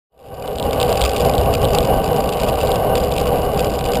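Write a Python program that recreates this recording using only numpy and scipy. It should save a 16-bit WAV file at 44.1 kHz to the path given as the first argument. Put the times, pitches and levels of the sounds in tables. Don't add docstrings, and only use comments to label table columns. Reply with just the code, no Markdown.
import sys
import numpy as np
from scipy import signal
from scipy.fft import rfft, irfft
from scipy.io import wavfile

SR = 44100
rng = np.random.default_rng(int(sys.argv[2]) if len(sys.argv) > 2 else 0)


def digitize_waveform(pressure):
    field = np.atleast_2d(pressure).T
    bounded = np.clip(field, -1, 1)
    quanta = np.round(bounded * 32767).astype(np.int16)
    wavfile.write(sys.argv[1], SR, quanta)


N = 176400
TIME_S = np.arange(N) / SR


def from_db(db):
    return 10 ** (np.asarray(db) / 20)


def unit_rms(x):
    return x / np.sqrt(np.mean(x ** 2) + 1e-20)


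def curve(rows, at_s=TIME_S):
    return np.interp(at_s, *np.transpose(rows))


def drift(rate_hz):
    pole = np.exp(-2 * np.pi * rate_hz / SR)
    wander = signal.lfilter([1], [1, -2 * pole, pole * pole], rng.standard_normal(N + SR))
    return unit_rms(wander[SR:])


def coloured_noise(spectrum):
    hz, db = np.transpose(spectrum)
    bins_hz = np.maximum(np.arange(N // 2 + 1) * SR / N, 1)
    gain = from_db(np.interp(np.log(bins_hz), np.log(hz), db, right=-np.inf))
    return unit_rms(irfft(rfft(rng.standard_normal(N)) * gain, N))


def resonate(x, hz, width_hz):
    radius, angle = np.exp(-np.pi * width_hz / SR), 2 * np.pi * hz / SR
    gain = (1 - radius ** 2) / 2
    stage = [gain, 0, -gain, 1, -2 * radius * np.cos(angle), radius ** 2]
    return signal.sosfilt([stage, stage], x + 1e-18) * np.sqrt(2 * SR / (np.pi * width_hz))


def ring(clicks, hz, width_hz):
    radius, angle = np.exp(-np.pi * width_hz / SR), 2 * np.pi * hz / SR
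    feedback = [1, -2 * radius * np.cos(angle), radius ** 2]
    return signal.lfilter([0, np.sin(angle)], feedback, clicks + 1e-18)


def click_train(rows):
    start_s, db = np.transpose(rows)
    return np.bincount((start_s * SR).astype(int), from_db(db), N)[:N]


# time in seconds, level in dB.
SHAKE_DB = [(.8, -16), (1.08, -18), (1.35, -16), (1.48, -16), (1.57, -20), (1.7, -16.5), (1.8, -16.5),
            (1.92, -15.5), (2.3, -19.5), (2.6, -18), (2.87, -15.5), (3.1, -20), (3.26, -18), (3.33, -18.5),
            (3.5, -17.5), (3.8, -21), (3.89, -18.5), (4, -20.5)]
# frequency in Hz, width in Hz, relative level in dB.
BODY_MODES = [(413, 24.5, -10), (449, 28, -15), (485.3, 27, -6.5), (531.5, 71, -8), (601.7, 28, -13.5),
              (658.6, 51, -10), (730.3, 56, -12), (779.5, 50.5, -9.5), (803.7, 34, -16),
              (959.4, 26.4, -18.5), (1104, 106, -17.5), (1178, 80, -23), (1527, 62, -27), (2900, 250, -22)]
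# frequency in Hz, relative spectral density in dB.
TYRE_SPECTRUM = [(200, -7.5), (400, 0), (700, -0.5), (900, -5), (1300, -15), (1480, -10.5), (1700, -19),
                 (2200, -17.5), (3200, -28), (4000, -25), (5000, -28), (5800, -32.5)]


def rolling(drone_db=-0.5, tyre_db=-10.5, grain_db=2.24, grain_hz=59):
    shake = from_db(curve(SHAKE_DB) + grain_db * drift(grain_hz))
    drone = sum(from_db(db) * resonate(shake * rng.standard_normal(N), hz, width_hz)
                for hz, width_hz, db in BODY_MODES)
    tyre = shake * coloured_noise(TYRE_SPECTRUM)
    return from_db(drone_db) * drone + from_db(tyre_db) * tyre


# time in seconds, relative level in dB.
WIND_CURVE_DB = [(.6, -22), (.82, -23.5), (.96, -23.5), (1.07, -29), (1.24, -20.5), (1.48, -22.5),
                 (1.58, -18), (1.7, -20.5), (1.78, -20.5), (2.1, -22), (2.36, -25), (2.47, -20),
                 (2.6, -25.5), (2.97, -23), (3.4, -23), (3.6, -20.5), (3.78, -25), (3.87, -22.5)]
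# frequency in Hz, relative spectral density in dB.
WIND_SPECTRUM = [(12, -17), (22, -2), (40, -0.5), (52, -3.5), (62, 8), (80, -0.5), (130, 0), (200, -3.5),
                 (300, -7.5), (380, -17.5), (600, -5.5)]


def wind(gain_db=1, gust_db=1.5, gust_hz=26):
    level_db = gain_db + curve(WIND_CURVE_DB) + gust_db * drift(gust_hz)
    return from_db(level_db) * coloured_noise(WIND_SPECTRUM)


# time in seconds, relative rattle level in dB.
LOOSENESS_DB = [(.4, -36), (.7, -40.5), (.82, -33.5), (1.08, -35), (1.27, -36.5), (1.45, -40), (1.77, -39),
                (1.98, -43), (2.43, -36), (2.74, -36), (2.8, -45), (2.92, -52), (2.96, -34.5),
                (3.08, -41.5), (3.19, -34.5), (3.52, -47.5), (3.59, -38.5), (3.82, -35.5), (3.95, -38)]


def rattle(rate_per_s, gain_db, jitter=0.55, spread_db=5):
    chance = rng.uniform(-1, 1, (1000, 3))
    start_s = np.cumsum(1 + jitter * chance[:, 0]) / rate_per_s
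    scatter_db = spread_db * (chance[:, 1] + chance[:, 2])
    level_db = gain_db + curve(LOOSENESS_DB, start_s) + scatter_db
    return click_train(np.column_stack([start_s, level_db])[start_s < N / SR])


# start in seconds, relative level in dB.
TICK_HITS = [(.4775, -8), (.5845, -7), (.5987, -5.5), (.6268, -6.5), (.7097, -12), (.8010, -5.5),
             (.8291, -6.5), (1.0162, -2.5), (1.0250, -9), (1.1861, -20), (1.3381, -13), (1.3809, -7.5),
             (1.6454, -12), (1.6522, -8), (1.7858, -2), (2.4982, -23), (2.6720, -18), (2.7176, -8),
             (3.0334, -21), (3.1219, -11.5), (3.1831, -8.5)]
# frequency in Hz, width in Hz, relative level in dB.
TICK_RESONANCES = [(3060, 510, 3), (3850, 940, 8), (4440, 2700, 1.5)]


def mount_ticks(gain_db=-5):
    clicks = click_train(TICK_HITS) + rattle(rate_per_s=32, gain_db=9)
    return sum((-1) ** k * from_db(gain_db + db) * ring(clicks, hz, width_hz)
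               for k, (hz, width_hz, db) in enumerate(TICK_RESONANCES))


# start in seconds, relative level in dB.
BUZZ_SLIPS = [(.5558, -13.5), (.7302, -11), (.8115, -11), (.8924, -19), (.9248, -40), (.9557, -24),
              (.9743, -13), (1.0083, -13), (1.0372, -8), (1.0392, -23), (1.0498, -12), (1.0596, -11.5),
              (1.0935, -18), (1.1438, -20), (1.1620, -13.5), (1.1990, -23), (1.2482, -21), (1.2670, -24),
              (1.5375, -10), (1.5498, -11), (1.7145, -22), (1.7324, -14.5), (1.7476, -7), (1.7500, -19),
              (1.8492, -14), (2.0414, -13), (2.1690, -20), (2.2028, -16.5), (2.2900, -12.5), (2.3240, -15),
              (2.3986, -11.5), (2.4143, -18), (2.4326, -13), (2.4851, -13.5), (2.6122, -16), (2.7562, -15),
              (2.9535, -12), (2.9658, -28), (3.1778, -16), (3.2544, -24), (3.2688, -24), (3.5914, -13),
              (3.6028, -15), (3.9183, -14), (3.9338, -11), (3.9529, -13)]
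# frequency in Hz, width in Hz, relative level in dB.
BUZZ_RESONANCES = [(1144, 490, -6.5), (2611, 700, -1), (3450, 1170, -5), (4790, 660, -4.5),
                   (5710, 1400, -16.5)]


def mount_buzzes(gain_db=-3.5, attack_s=0.00095, decay_s=0.002):
    clicks = click_train(BUZZ_SLIPS) + rattle(rate_per_s=85, gain_db=16)
    age_s = TIME_S[:SR // 20]
    envelope = (1 - np.exp(-age_s / attack_s)) * np.exp(-age_s / decay_s)
    slip = signal.fftconvolve(clicks, envelope)[:N]
    return sum(from_db(gain_db + db) * resonate(slip * rng.standard_normal(N), hz, width_hz)
               for hz, width_hz, db in BUZZ_RESONANCES)


# start in seconds, level in dB.
BUMP_HITS = [(1.016, -16), (1.036, -11), (1.386, -12)]


def bumps():
    return ring(click_train(BUMP_HITS), hz=63.7, width_hz=9.6)


def scene():
    mono = rolling() + wind() + mount_ticks() + mount_buzzes() + bumps()
    return np.tile(mono, (2, 1))


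def hold_fizz(x, hold_hz=12011):
    mirrored_steps = np.diff(x, prepend=0) * 2 * np.cos(2 * np.pi * hold_hz * TIME_S)
    high_pass = signal.butter(2, hold_hz / 10, "high", fs=SR, output="sos")
    return signal.sosfilt(high_pass, np.cumsum(mirrored_steps, axis=1))


def record(dry, input_edge_hz=5620, fade_start_s=0.094, fade_s=0.74, cutoff_hz=15400):
    limited = signal.sosfilt(signal.butter(8, input_edge_hz, fs=SR, output="sos"), dry)
    fade = np.clip((TIME_S - fade_start_s) / fade_s, 0, 1) ** 1.8
    top_cut = signal.ellip(10, 0.1, 70, cutoff_hz, fs=SR, output="sos")
    return signal.sosfiltfilt(top_cut, fade * (limited + hold_fizz(limited)))


dry = scene()
out = record(dry)
digitize_waveform(out)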